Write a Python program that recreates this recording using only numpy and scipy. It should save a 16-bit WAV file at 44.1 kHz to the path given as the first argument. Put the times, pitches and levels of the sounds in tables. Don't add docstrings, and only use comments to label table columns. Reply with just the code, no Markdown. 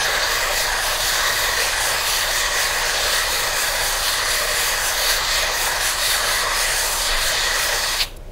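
import sys
import numpy as np
from scipy import signal
from scipy.fft import rfft, irfft, next_fast_len
from scipy.io import wavfile

SR = 44100
rng = np.random.default_rng(int(sys.argv[2]) if len(sys.argv) > 2 else 0)


def store_wav(level_fs):
    pcm = np.round(np.clip(np.atleast_2d(level_fs), -1, 1) * 32767)
    wavfile.write(sys.argv[1], SR, pcm.T.astype(np.int16))


def elevation(decibels):
    levels = np.asarray(decibels, float)
    return 10 ** (levels / 20)


N = 366471
LAP_S = 1.003
OFF_AT_S = 8.2
TOP_HZ = 15730

# pitch in Hz, half width in Hz, level in dB beside the body's other modes,
# swing with the place on the plate in dB, phase of that swing in laps.
GLASS_LOW_MODES = [(500, 64, -2.6, 1.1, 0.51), (580, 73, -3.1, 1.0, 0.51), (630, 54, -1.3, 0.7, 0.49),
                   (780, 65, -3.9, 2.5, 0.85), (920, 170, -1.8, 1.1, 0.88), (1120, 124, 0.0, 1.3, 0.32),
                   (1280, 75, -3.4, 1.3, 0.27)]
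GLASS_RING_MODES = [(1550, 163, -5.5, 1.4, 0.03), (1670, 93, -2.9, 0.8, 0.9), (1900, 123, 0.0, 1.2, 0.47),
                    (2030, 89, -6.9, 1.8, 0.35)]
PART_LOW_MODES = [(2200, 71, -4.2, 1.0, 0.91), (2460, 165, -0.3, 1.4, 0.56), (2760, 340, -4.2, 0.9, 0.78),
                  (3060, 102, -2.5, 1.6, 0.27), (3320, 99, -4.4, 1.7, 0.62), (3490, 276, -2.3, 0.5, 0.26),
                  (3760, 194, 0.0, 0.7, 0.27)]
PART_HIGH_MODES = [(4120, 110, -3.5, 0.6, 0.34), (4270, 178, -4.2, 0.2, 0.26), (4560, 221, 0.0, 0.6, 0.13),
                   (4840, 170, -3.4, 0.3, 0.58), (5160, 250, -6.8, 1.8, 0.72)]
PAPER_MODES = [(5920, 644, -0.5, 0.8, 0.15), (6090, 109, -1.1, 2.0, 0.08), (6510, 270, 0.0, 1.6, 0.62),
               (6970, 124, -1.4, 1.3, 0.36), (7440, 797, -1.2, 0.5, 0.46), (8040, 263, -6.7, 0.9, 0.93),
               (8860, 503, -2.7, 1.1, 0.73), (9510, 363, -5.9, 1.7, 0.81), (10480, 1165, -5.5, 0.4, 0.98),
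               (13440, 5397, -8.6, 0.5, 0.15)]


def sanding():
    grains_per_s, size_db = 34000, 1.42
    judder_db, judder_hz, release_s = 0.5, 38, 0.039
    t = np.arange(N) / SR
    size = elevation(size_db * np.minimum(rng.exponential(1, N), 5))
    struck = rng.random(N) < grains_per_s / SR
    clicks = evened(size * rng.standard_normal(N) * struck)
    grit = rfft(clicks, next_fast_len(N))
    bodies = GLASS_LOW_MODES, GLASS_RING_MODES, PART_LOW_MODES, PART_HIGH_MODES, PAPER_MODES
    ringing = sum(body(modes, level_db, grit) for modes, level_db in zip(bodies, levels(t)))
    contact = np.clip((OFF_AT_S - t) / release_s, 0, 1)
    return contact * elevation(judder_db * wander(judder_hz)) * ringing


# centre in Hz, half width in Hz.
SLURRY_BAND = (9700, 1500)
# centre in Hz, half width in Hz, share of the bite's dB.
BITE_BAND = (3500, 450, 0.9)


def body(modes, level_db, grit):
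    patchy_db, patch_hz = 2.0, 4.2
    brighten, bright_hz = 0.45, 6000
    size = next_fast_len(N)
    hz = np.fft.rfftfreq(size, 1 / SR)
    t = np.arange(0, N + 512, 256) / SR
    smooth = signal.butter(2, patch_hz * 512 / SR, output="sos")
    patches = evened(signal.sosfiltfilt(smooth, rng.standard_normal((len(modes), len(t)))), axis=1)
    bite_db, speed_db, slurry_db = bites(t), speed(t), stroke(t)[1]
    slurry_hz, slurry_width = SLURRY_BAND
    bite_hz, bite_width, bite_share = BITE_BAND
    gains, shapes = [], []
    for (f, width, db, swing_db, phase), patch in zip(modes, patches):
        wet_db = np.exp(-((f - slurry_hz) / slurry_width) ** 2) * slurry_db
        edge_db = bite_share * np.exp(-((f - bite_hz) / bite_width) ** 2) * bite_db
        bright_db = brighten * max(np.log2(f / bright_hz), 0) * speed_db
        place_db = swing_db * np.cos(2 * np.pi * (t / LAP_S - phase)) + patchy_db * patch
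        gains.append(elevation(db + place_db + wet_db + edge_db + bright_db))
        shapes.append((hz < TOP_HZ) / (1 + ((hz - f) / width) ** 2))
    total = np.sqrt(sum(g ** 2 * np.mean(shape ** 2) for g, shape in zip(gains, shapes)))
    out = 0
    for g, shape, start in zip(gains, shapes, rng.integers(0, size, len(modes))):
        ring = np.roll(irfft(grit * shape, size), start)[:N]
        out = out + np.interp(np.arange(N) / SR, t, g / total) * ring
    return elevation(level_db) * out


# base level in dB, then the shares taken of the dB of speed, bites, muffling and pressure.
RESPONSE = [(-28, -0.34, -0.12, 0.2, 0.99), (-26, 0.16, 0.03, 0.99, 1.2), (-28.4, 0.41, 0.99, 0.43, 0.96),
            (-29, 0.57, 1.22, 0.35, 0.53), (-27, 0.99, -0.17, -0.41, -0.04)]
# easing before it in dB, last scuff in dB, change as the part tips up in dB.
LIFTING_OFF = [(-5, 1.5, -9), (-3, -1.5, -16), (-0.5, 11, -8), (-0.5, 11, -13), (0.8, -2.5, -16)]
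# time in seconds, depth in dB.
FAR_ENDS = [(1.03, 3), (2.06, 3), (3.01, 1.5), (3.99, 4.5), (4.94, 2.5), (5.99, 4.2), (6.97, 5.5),
            (7.92, 2.9)]


def levels(t):
    far_end_s = 0.135
    tip_at_s, tip_s = 8.032, 0.026
    trail_db_per_s = -160
    uneven_db, uneven_hz = 0.73, 9
    muffling = -bumps(FAR_ENDS, far_end_s, t)
    hand = [np.ones(N), speed(t), bites(t), muffling, stroke(t)[0]]
    easing = ramp(7.96, 0.03, t)
    scuff = bumps([(8.014, 1)], 0.017, t)
    lift = [easing, scuff, ramp(tip_at_s, tip_s, t)]
    trail_db = trail_db_per_s * np.maximum(t - tip_at_s - tip_s, 0)
    wandering_db = uneven_db * np.array([wander(uneven_hz) for _ in RESPONSE])
    return np.dot(RESPONSE, hand) + np.dot(LIFTING_OFF, lift) + trail_db + wandering_db


# time of the turn in seconds, speed in the turn in dB, speed midway in dB.
SWEEPS = [(-0.0, 1, -1.3), (0.18, -3, -0.3), (0.47, -3.3, 2.5), (0.72, -4, -0.5), (1.01, -1.2, 2),
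          (1.23, -1.1, 1), (1.52, -1.7, 3), (1.74, -1.5, 1.5), (2.0, -2, 2.7), (2.23, -0.1, 0.8),
          (2.51, -2.5, 3.1), (2.74, -1.5, -0.2), (3.01, -0.3, 2.0), (3.26, -0.3, 0.5), (3.5, -2.2, 2.0),
          (3.76, -1.5, 1.3), (3.96, -1.3, 1.5), (4.23, -1.3, 2.0), (4.45, -1.5, 2.5), (4.78, -0.5, 2.5),
          (4.94, -1.5, 2.5), (5.26, -2, 2.3), (5.48, -3, 2), (5.78, -2.3, 3), (5.96, -2.4, 3),
          (6.23, -1.4, 2.3), (6.48, -4.3, 3), (6.67, 1.3, 2.5), (6.93, 0.2, -0.2), (7.16, -2.5, 1.8),
          (7.38, -0.2, -0.5), (7.52, -1, 2), (7.73, -1.5, 0.5), (7.91, -1.5, -1)]


def speed(t):
    midway_at = 0.51
    s, turn_db, midway_db = np.transpose(SWEEPS)
    midways = s + midway_at * np.diff(s, append=OFF_AT_S)
    knots = np.ravel([s, midways], "F")
    count = np.arange(len(knots))
    place = np.interp(t, knots, count)
    eased = np.floor(place) + 0.5 - 0.5 * np.cos(np.pi * (place % 1))
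    return np.interp(eased, count, np.ravel([turn_db, midway_db], "F"))


# time in seconds, strength in dB.
BITES = [(0.03, 0.3), (1.07, 2.2), (2.08, 3), (3.06, 3), (3.33, 1.2), (4.06, 2.5), (4.29, 0.7), (5.06, 3),
         (5.34, 3), (6.06, 3.5), (6.27, 0.4), (7.07, 4), (7.4, 3.0), (7.93, 3.5)]


def bites(t):
    return bumps(BITES, 0.11, t)


# time in seconds, pressure of the hand in dB, lift of the slurry band in dB.
STROKE = [(0.0, 2, -6), (0.61, 0, -3), (1.22, 0.7, -3), (1.84, 0.1, -0.7), (2.45, 0.5, -4),
          (3.06, -0.0, 0.1), (3.67, -0.3, 0), (4.29, -0.35, 3.5), (4.9, -0.0, -1), (5.51, -0.3, -5.5),
          (6.12, 0.1, 3.5), (6.74, -0.3, 1.5), (7.35, -0.5, 2), (7.96, -1.3, -3)]


def stroke(t):
    s, pressure_db, slurry_db = np.transpose(STROKE)
    return np.interp(t, s, pressure_db), np.interp(t, s, slurry_db)


# start in seconds, peak level in dB.
DRIPS = [(8.1648, -40)]
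# frequency in Hz, relative density in dB per Hz.
DRIP_SPECTRUM = [(1180, -40), (2000, -10), (3660, -7), (9120, -7), (9940, -2), (15700, -12)]


def drips():
    length_s = 0.0049
    t = np.arange(N) / SR
    shape = sum(elevation(db) * np.exp(-((t - s - length_s) / length_s) ** 2) for s, db in DRIPS)
    return shape * evened(coloured(rng.standard_normal(N), lambda hz: elevation(read(DRIP_SPECTRUM, hz))))


# frequency in Hz, time to fall 60 dB in seconds.
ROOM_T60 = [(500, 0.78), (2000, 0.18), (5000, 0.083), (12000, 0.066)]


def room(x):
    hz, t, z = signal.stft(rng.standard_normal(SR // 2), SR, nperseg=256)
    decay = elevation(-60 * t / read(ROOM_T60, hz)[:, None])
    tail = signal.istft(z * decay, SR, nperseg=256)[1]
    return signal.fftconvolve(x, tail / np.linalg.norm(tail))[:N]


def workshop():
    return rumble() + motor_hum() + bench()


# frequency in Hz, relative density in dB.
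RUMBLE_SPECTRUM = [(30, -33), (45, 0.5), (70, -9), (88, -8.5), (108, -13), (130, -10), (160, -18),
                   (215, -21.5), (240, -19.5), (280, -24.5), (350, -14.5), (420, -18), (600, -15),
                   (750, -26.5), (1500, -32), (15700, -49)]


def rumble():
    noise = coloured(rng.standard_normal(N), lambda hz: elevation(read(RUMBLE_SPECTRUM, hz)))
    return elevation(-39.5) * evened(noise)


def motor_hum():
    mean_hz, mean_db = 29.3, -37.5
    turns = np.cumsum(mean_hz * (1 + 0.012 * wander(1.2))) / SR
    return np.sqrt(2) * elevation(mean_db + 1.5 * wander(3.5)) * np.sin(2 * np.pi * turns)


# time in seconds, level in dB added at the peak.
THUDS = [(0.58, -38), (3.49, -39), (7.22, -28)]


def bench():
    tremble_db, thud_s = -43.5, 0.12
    t = np.arange(N) / SR
    shaking = evened(coloured(rng.standard_normal(N), lambda hz: np.exp(-((hz - 24) / 14) ** 2)))
    swells = bumps([(s, elevation(db)) for s, db in THUDS], thud_s, t)
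    return (elevation(tremble_db) + swells) * shaking


def evened(x, axis=None):
    return x / np.sqrt(np.mean(abs(x) ** 2, axis=axis, keepdims=True) + 1e-20)


def read(points, hz):
    f, value = np.transpose(points)
    return np.interp(np.log(hz + 1), np.log(f + 1), value)


def coloured(x, gain):
    size = next_fast_len(len(x))
    return irfft(rfft(x, size) * gain(np.fft.rfftfreq(size, 1 / SR)), size)[:len(x)]


def wander(top_hz):
    return evened(coloured(rng.standard_normal(N), lambda hz: 1 / (1 + (hz / top_hz) ** 4)))


def bumps(events, width_s, t):
    return sum(height * np.exp(-((t - s) / width_s) ** 2) for s, height in events)


def ramp(start_s, length_s, t):
    return np.clip((t - start_s) / length_s, 0, 1)


def scene():
    near = sanding() + drips()
    room_db = -22
    return np.tile(near + elevation(room_db) * room(near) + workshop(), (2, 1))


def roll_off(x):
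    return signal.sosfilt(signal.butter(12, 16990, fs=SR, output="sos"), x)


def record(dry):
    limited = np.array([coloured(channel, lambda hz: hz < TOP_HZ) for channel in dry])
    return roll_off(limited)


dry = scene()
out = record(dry)
store_wav(out)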